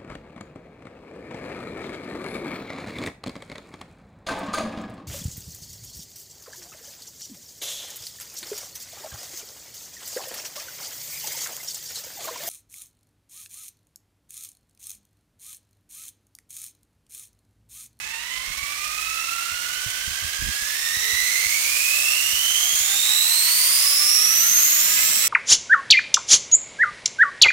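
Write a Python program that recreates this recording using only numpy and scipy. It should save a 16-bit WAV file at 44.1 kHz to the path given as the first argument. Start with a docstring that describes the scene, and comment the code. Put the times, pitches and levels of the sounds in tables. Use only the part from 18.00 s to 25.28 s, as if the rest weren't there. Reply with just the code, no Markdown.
"""An electric motor spins the free wheels of a model truck, held up in a garage, faster and faster.
The unloaded spur gear whines and rattles in its play: sine overtones of the tooth rate and gated noise.
Bevel gears hum under it as tones locked to the shaft, and chassis resonances colour all gear sound.
The tyres fan the air as filtered noise; an unsteady hand adds low rumble and bumps on the microphone."""
import sys
import numpy as np
from scipy import signal
from scipy.fft import rfft, irfft, next_fast_len
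from scipy.io import wavfile
from scipy.ndimage import uniform_filter1d, map_coordinates

SR = 44100
rng = np.random.default_rng(int(sys.argv[2]) if len(sys.argv) > 2 else 0)


def file_out(sig):
    """Save sig as 16-bit WAV at sys.argv[1]."""
    # one column per channel
    cols = np.atleast_2d(sig).T
    # limit, then scale
    lim = np.clip(cols, -1, 1)
    pcm = np.round(lim * 32767).astype(np.int16)
    wavfile.write(sys.argv[1], SR, pcm)


N = 321048
TIME = np.arange(N) / SR
SPUR_TEETH, PINION_TEETH, BEVEL_TEETH = 58, 21, 13


def amp(db):
    """Decibels to gain."""
    return 10 ** (np.asarray(db) / 20)


def unit(x):
    """Scales to rms 1."""
    return x / np.sqrt(np.mean(x ** 2) + 1e-20)


def curves(rows, t):
    """Every column of a time table at the times t."""
    times, *columns = np.transpose(rows)
    return [np.interp(t, times, column) for column in columns]


def spectra(rows, hz):
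    """Every column of a frequency table at hz, on a log axis."""
    table_hz, *columns = np.transpose(rows)
    return np.array([np.interp(np.log(hz + 1), np.log(table_hz), column) for column in columns])


def wander(position, per_unit):
    """Smooth chance of rms 1 that takes per_unit new values in each shaft turn (or second)."""
    values = rng.standard_normal(1 << 16)
    return unit(map_coordinates(values, [position * per_unit], order=3, mode="wrap"))


# the throttle opens slowly: (time [s], drive shaft speed [turns/s])
SHAFT_SPEED = [(0.0, 14.56), (0.5, 18.77), (1.0, 21.84), (1.75, 25.55), (2.5, 28.35), (3.0, 32.6),
               (3.25, 34.8), (3.5, 37.7), (4.25, 49.1), (4.75, 57.4), (5.25, 68.7), (5.75, 83),
               (6.25, 97.5), (6.5, 108), (6.75, 118.5), (7.0, 129), (7.28, 136)]


def shaft_speed():
    """The rising speed of the drive shaft, which drives every gear sound."""
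    return curves(SHAFT_SPEED, TIME)[0]


# how freely the spur swings in its play: (time [s], factor on the swing [1])
LOOSENESS = [(0.2, 0.66), (1.3, 0.93), (2.2, 1.247), (3.4, 1.32), (4.4, 0.89), (5.2, 0.85), (5.8, 1.48),
             (6.3, 1.18), (7.2, 0.76)]


def backlash(turns, slack=0.21, slack_per_turn=3.0, chatter=0.047, chatter_per_turn=10.0, runout=0.1):
    """The unloaded spur swings to and fro in its play (in teeth)."""
    slow_swing = slack * wander(turns, slack_per_turn)
    fast_swing = chatter * wander(turns, chatter_per_turn)
    loose = curves(LOOSENESS, TIME)[0]
    return (slow_swing + fast_swing) * loose + runout * np.sin(2 * np.pi * turns)


CRUISE_TURNS_PER_S = 50
# tooth rate and its overtones in order, before the level moves below:
# (level at cruising speed [dB], growth [dB per doubling of speed])
PARTIALS = [(-9, 2.17), (-12, 5.5), (-15.5, 5.5), (-15, 9.5)]
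# level moves of the whine's overtones: (time [s], second partial lift [dB], higher partials lift [dB])
OVERTONE_LIFTS = [(0, 5, 9), (0.4, 3.5, 4), (0.65, 5.5, -4), (1.05, 4.5, -5), (2.0, -1.5, 0),
                  (3.3, -0.5, 1), (4.2, -11, -1), (4.7, 1, -4), (5.5, 3.5, 1), (6.3, 2.5, 5), (7.28, -2, 1)]


def whine(turns, swing, speed, once=0.2, twice=0.35, rough=0.069):
    """Tooth-rate partials grow with speed; the slightly oval spur presses harder once and twice a turn."""
    press = 1 + once * np.cos(2 * np.pi * turns) + twice * np.cos(4 * np.pi * turns)
    press = unit(press * np.exp(rough * wander(turns, 6.0)))
    teeth = SPUR_TEETH * turns + swing  # the swing smears each overtone more widely than the one below
    second_db, higher_db = curves(OVERTONE_LIFTS, TIME)
    doublings = np.log2(speed / CRUISE_TURNS_PER_S)
    partials = np.zeros(N)
    for k, (db, growth_db) in enumerate(PARTIALS, 1):
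        level_db = db + growth_db * doublings + (k == 2) * second_db + (k > 2) * higher_db
        below_nyquist = k * SPUR_TEETH * speed < SR / 2
        partials += amp(level_db) * unit(np.sin(2 * np.pi * k * teeth)) * below_nyquist
    return press * partials


# clean drive train tones before the speed laws, as a mapping; multiples of 13 are the bevel gears:
# (order [cycles per shaft turn], level [dB])
SHAFT_TONES = {8: -24, 10: -24, 12: -27, 13: -17, 14: -28, 16: -25, 18: -24, 20: -28, 26: -24, 29: -29, 39:
               -27}


def hum(turns, speed, bevel_db=0.0, flaws_db=-34.5, waver=0.35, full_speed=63.0, growth=0.98,
        fade_speed=85.3, fade=1.61, flaws_growth=1.2, count=64):
    """Bevel tones swell, then fade near top speed; a faint comb from tooth flaws keeps growing."""
    angle = np.linspace(0, 1, 1 << 12)  # one shaft turn, alike every time round
    tones = {}
    for k in range(1, count):
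        tone = unit(np.sin(2 * np.pi * (k * angle + rng.random())))
        tones[k] = amp(SHAFT_TONES.get(k, flaws_db)) * tone
    bevel_turn = sum(tone for k, tone in tones.items() if k % BEVEL_TEETH == 0)
    flaws_turn = sum(tone for k, tone in tones.items() if k % BEVEL_TEETH)
    bevel = np.interp(turns % 1, angle, bevel_turn)
    flaws = np.interp(turns % 1, angle, flaws_turn)
    swell = np.minimum(speed / full_speed, 1) ** growth  # speeds in turns/s
    sink = np.minimum(fade_speed / speed, 1) ** fade
    bevel *= amp(bevel_db) * swell * sink
    flaws *= (speed / speed.max()) ** flaws_growth
    return (bevel + flaws) * (1 + waver * wander(turns, 0.3))


def rattle(turns, teeth, gating=0.46, shaft_throb=0.019, motor_throb=0.12, uneven=0.12,
           knock_db=-19.5, knocks_per_turn=5.0):
    """A noise scrape per tooth throbs with shaft and rotor, with sharper knocks; each side has its own mix."""
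    rotor = turns * SPUR_TEETH / PINION_TEETH
    throb = 1 + shaft_throb * np.cos(2 * np.pi * turns) + motor_throb * np.cos(2 * np.pi * rotor)
    contact = (1 + gating * np.cos(2 * np.pi * teeth)) * np.exp(uneven * wander(turns, 5.0))
    scrape = unit(contact * rng.standard_normal((2, N)))
    knock_now = rng.random(N) < knocks_per_turn * np.gradient(turns)
    knocks = unit(rng.standard_normal((2, N)) * knock_now)
    return unit(throb * (scrape + amp(knock_db) * knocks))


def garage(x, wet_db=5.5, t60=0.38, left_lag_ms=0.23):
    """The direct sound reaches the right side first; bench and walls add dense reflections."""
    x = np.broadcast_to(x, (2, N))
    t = np.arange(SR // 2) / SR
    taps = rng.choice([-1., 1.], (2, len(t))) * (rng.random((2, len(t))) < 3000 / SR)  # 3000 per second
    taps *= amp(-60 * t / t60) * (t > 0.002)
    taps /= np.linalg.norm(taps, axis=1, keepdims=True)
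    wet = signal.fftconvolve(x, taps, axes=1)[:, :N]
    direct = np.array([np.roll(x[0], round(left_lag_ms * SR / 1000)), x[1]])
    return (direct + amp(wet_db) * wet) / np.hypot(1, amp(wet_db))


# modes of the gears on their shafts; tones swell or sink as they sweep through:
# (frequency [Hz], width [Hz], lift [dB])
GEAR_MODES = [(1183, 35, 4), (1343, 102, 8), (1660, 230, 5), (2016, 190, 5), (2579, 160, 7.5),
              (2780, 220, -2.5), (3105, 345, 9.5), (3434, 250, -14), (3900, 810, 5), (5470, 1000, 4.5),
              (6180, 590, 5.5), (8830, 800, -4.5), (12336, 3200, 6.5), (15500, 1100, -4)]


def shafts(x):
    """The gear tones pass through the modes of the gears and their shafts."""
    size = next_fast_len(N + SR // 8)
    hz = np.fft.rfftfreq(size, 1 / SR)
    db = sum(lift_db / (1 + (2 * (hz - centre) / width) ** 2) for centre, width, lift_db in GEAR_MODES)
    return irfft(rfft(x, size) * amp(db), size)[:, :N]


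BRIGHTNESS = 0.51  # treble tilt in dB per octave for each dB of force
# how hard the teeth strike: (time [s], force level at the pivot frequency [dB])
TOOTH_FORCE = [(0.0, -11), (1.0, -6.5), (2.35, -6.5), (3.1, -3), (3.9, -1), (4.5, -2), (4.9, -1.2),
               (5.8, -0.34), (6.4, -1.8), (7.0, -0.5), (7.28, -0.7)]


def hardness(x, pivot_hz=4000.0, low_octaves=0.94, high_octaves=4.8):
    """Harder tooth blows are louder and brighter."""
    hz, t, spectrum = signal.stft(x, SR, nperseg=512)
    force_db, = curves(TOOTH_FORCE, t)
    octaves = np.clip(np.log2((hz + 1) / pivot_hz), -low_octaves, high_octaves)
    gain = amp(force_db * (1 + BRIGHTNESS * octaves[:, None]))
    return signal.istft(spectrum * gain, SR, nperseg=512)[1][:, :N]


# broad chassis colour before the resonances and low cut:
# (frequency [Hz], left level [dB per Hz], right level [dB per Hz])
CHASSIS_COLOUR = [(101, -84.5, -79), (300, -85, -82.5), (584, -86.5, -75), (886, -84.5, -74.5),
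                  (1197, -89, -65.5), (1583, -85.5, -67.5), (1973, -86.5, -61.5), (3400, -84, -61.5),
                  (5010, -71.5, -63), (6880, -68.5, -57.5), (8640, -67.5, -65), (10400, -65, -64.5),
                  (13300, -62.5, -62), (15700, -64.8, -71)]
# chassis and gear case resonances: (frequency [Hz], width [Hz], left lift [dB], right lift [dB])
CHASSIS_RESONANCES = [(1307, 39, 10, -2.5), (2000, 520, 6, 2.5), (2686, 310, 11, 3.5), (2750, 90, 4, -0.5),
                      (3490, 750, 15, 0.5), (4230, 780, 2.5, 3.5), (5140, 590, 3.5, 2.5),
                      (5620, 165, 5.5, 5.5), (6450, 200, 6.5, 2.5), (7700, 134, 5, 5.5),
                      (8495, 490, 5, 8.5), (9340, 300, 9.5, 8), (12500, 200, 0.5, -15),
                      (13200, 310, 7.5, -16)]


def chassis(x, low_cut_hz=55.0):
    """The plastic frame and gear case radiate the blows, a different colour to each side."""
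    size = next_fast_len(N + SR // 8)
    hz = np.fft.rfftfreq(size, 1 / SR)
    db = spectra(CHASSIS_COLOUR, hz)
    for centre, width, *lift_db in CHASSIS_RESONANCES:
        db = db + np.array(lift_db)[:, None] / (1 + (2 * (hz - centre) / width) ** 2)
    low_cut = hz / np.hypot(hz, low_cut_hz)
    gain = amp(db) * np.sqrt(SR / 2) * low_cut  # the root turns level per Hz into gain on white noise
    return irfft(rfft(x, size) * gain, size)[:, :N]


# rumble colour, scaled to rms 1 when played: (frequency [Hz], relative level [dB per Hz])
RUMBLE_COLOUR = [(10, -18), (30, -3.5), (55, 4.5), (80, -6), (130, -9), (300, -31), (900, -51), (4000, -90)]


def rumble(left_db=-61.0, right_db=-52.0, patchy_db=-2.0):
    """The unsteady grip on the microphone stirs a low, lumpy rumble of coloured noise."""
    colour = amp(spectra(RUMBLE_COLOUR, np.fft.rfftfreq(N, 1 / SR)))
    noise = unit(irfft(rfft(rng.standard_normal((2, N))) * colour, N))
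    grip_db = np.interp(TIME, [0, 4.8, 5.8], [0.5, -1.5, -7.])
    lumps_db = patchy_db * wander(TIME, 13.0)  # 13 new values a second
    return noise * amp(grip_db + lumps_db) * amp([[left_db], [right_db]])


# handling bumps: (time [s], level before band-pass and side gains [dB], ring frequency [Hz])
BUMPS = [(0.472, -37, 46), (0.502, -38, 46), (0.573, -40, 59), (0.624, -37, 63.5), (1.519, -42, 83.5),
         (1.861, -32, 106.1), (2.074, -30.5, 74), (2.106, -36, 75.2), (2.22, -36, 87), (2.241, -29, 74),
         (2.391, -33, 54), (2.419, -26, 61.5), (2.439, -29, 61), (2.464, -26, 59), (2.484, -28.5, 74),
         (2.616, -36.5, 50.4), (2.966, -37, 79), (3.13, -34.5, 82), (3.458, -38, 70), (4.325, -38, 67.95),
         (4.73, -40, 51), (4.802, -41, 71)]


def bumps(t60=0.11, push_db=0.0, push_s=0.00038, scuff_db=-8.0, scuff_s=0.013, low_hz=30.0, dull_hz=287.0,
          left_db=-10.0, right_db=5.5):
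    """Each bump is a soft push, a scuff of skin and a short low ring of the microphone's housing."""
    out = np.zeros(N + SR)
    t = np.arange(SR // 4) / SR
    for start, db, hz in BUMPS:
        ring = np.sin(2 * np.pi * hz * t) * amp(-60 * t / t60)
        push = (1 - t / push_s) * np.exp(-t / push_s)
        skin = unit(uniform_filter1d(rng.standard_normal(len(t)), size=110))  # noise smoothed dull
        scuff = skin * np.exp(-t / scuff_s)
        bump = ring + amp(push_db) * push + amp(scuff_db) * scuff
        out[round(start * SR):][:len(t)] += amp(db) * bump
    band = signal.butter(2, [low_hz, dull_hz], "band", fs=SR, output="sos")
    return signal.sosfilt(band, out[:N]) * amp([[left_db], [right_db]])


def tyre_wind(speed, left_db=-58.5, right_db=-49.5, low_hz=154.0, high_hz=333.0, growth=1.76):
    """The tread fans the air: a low rush of noise that rises steeply with speed."""
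    band = signal.butter(2, [low_hz, high_hz], "band", fs=SR, output="sos")
    rush = unit(signal.sosfilt(band, rng.standard_normal((2, N))))
    return rush * (speed / speed.max()) ** growth * amp([[left_db], [right_db]])


# narrow bands that sing at high speed: two low ones, and frame parts above 5 kHz: # (frequency [Hz], width
# [Hz], left level at full speed [dB], right level at full speed [dB])
RINGING_PARTS = [(165, 50, -59, -52), (610, 100, -62, -52), (5620, 330, -43, -32), (12300, 240, -36, -45),
                 (13350, 260, -29, -41)]


def ringing(blows, speed, growth=3.0):
    """At high speed, narrow resonators on the rattle sing out: two low bands, and a few parts of the frame
    above 5 kHz."""
    out = np.zeros((2, N))
    for hz, width, left_db, right_db in RINGING_PARTS:
        part = unit(signal.lfilter(*signal.iirpeak(hz, hz / width, SR), blows))
        out += amp([[left_db], [right_db]]) * part
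    return out * (speed / speed.max()) ** growth


def gears(speed):
    """The whole drive train, all played by the speed of the shaft."""
    turns = np.cumsum(speed) / SR
    swing = backlash(turns)
    tones = garage(whine(turns, swing, speed)) + garage(hum(turns, speed), wet_db=-4.5)
    blows = garage(rattle(turns, SPUR_TEETH * turns + swing), wet_db=-5.5)
    return chassis(hardness(shafts(tones) + blows)) + ringing(blows, speed)


def scene():
    """Truck and handling noise."""
    speed = shaft_speed()
    return gears(speed) + rumble() + bumps() + tyre_wind(speed)


def record(dry, edge_hz=15850):
    """The recorder's band limit: a steep low-pass."""
    lowpass = signal.firwin(801, edge_hz, window=("kaiser", 9), fs=SR)
    return signal.oaconvolve(dry, lowpass[None], "same")


dry = scene()
out = record(dry)
file_out(out)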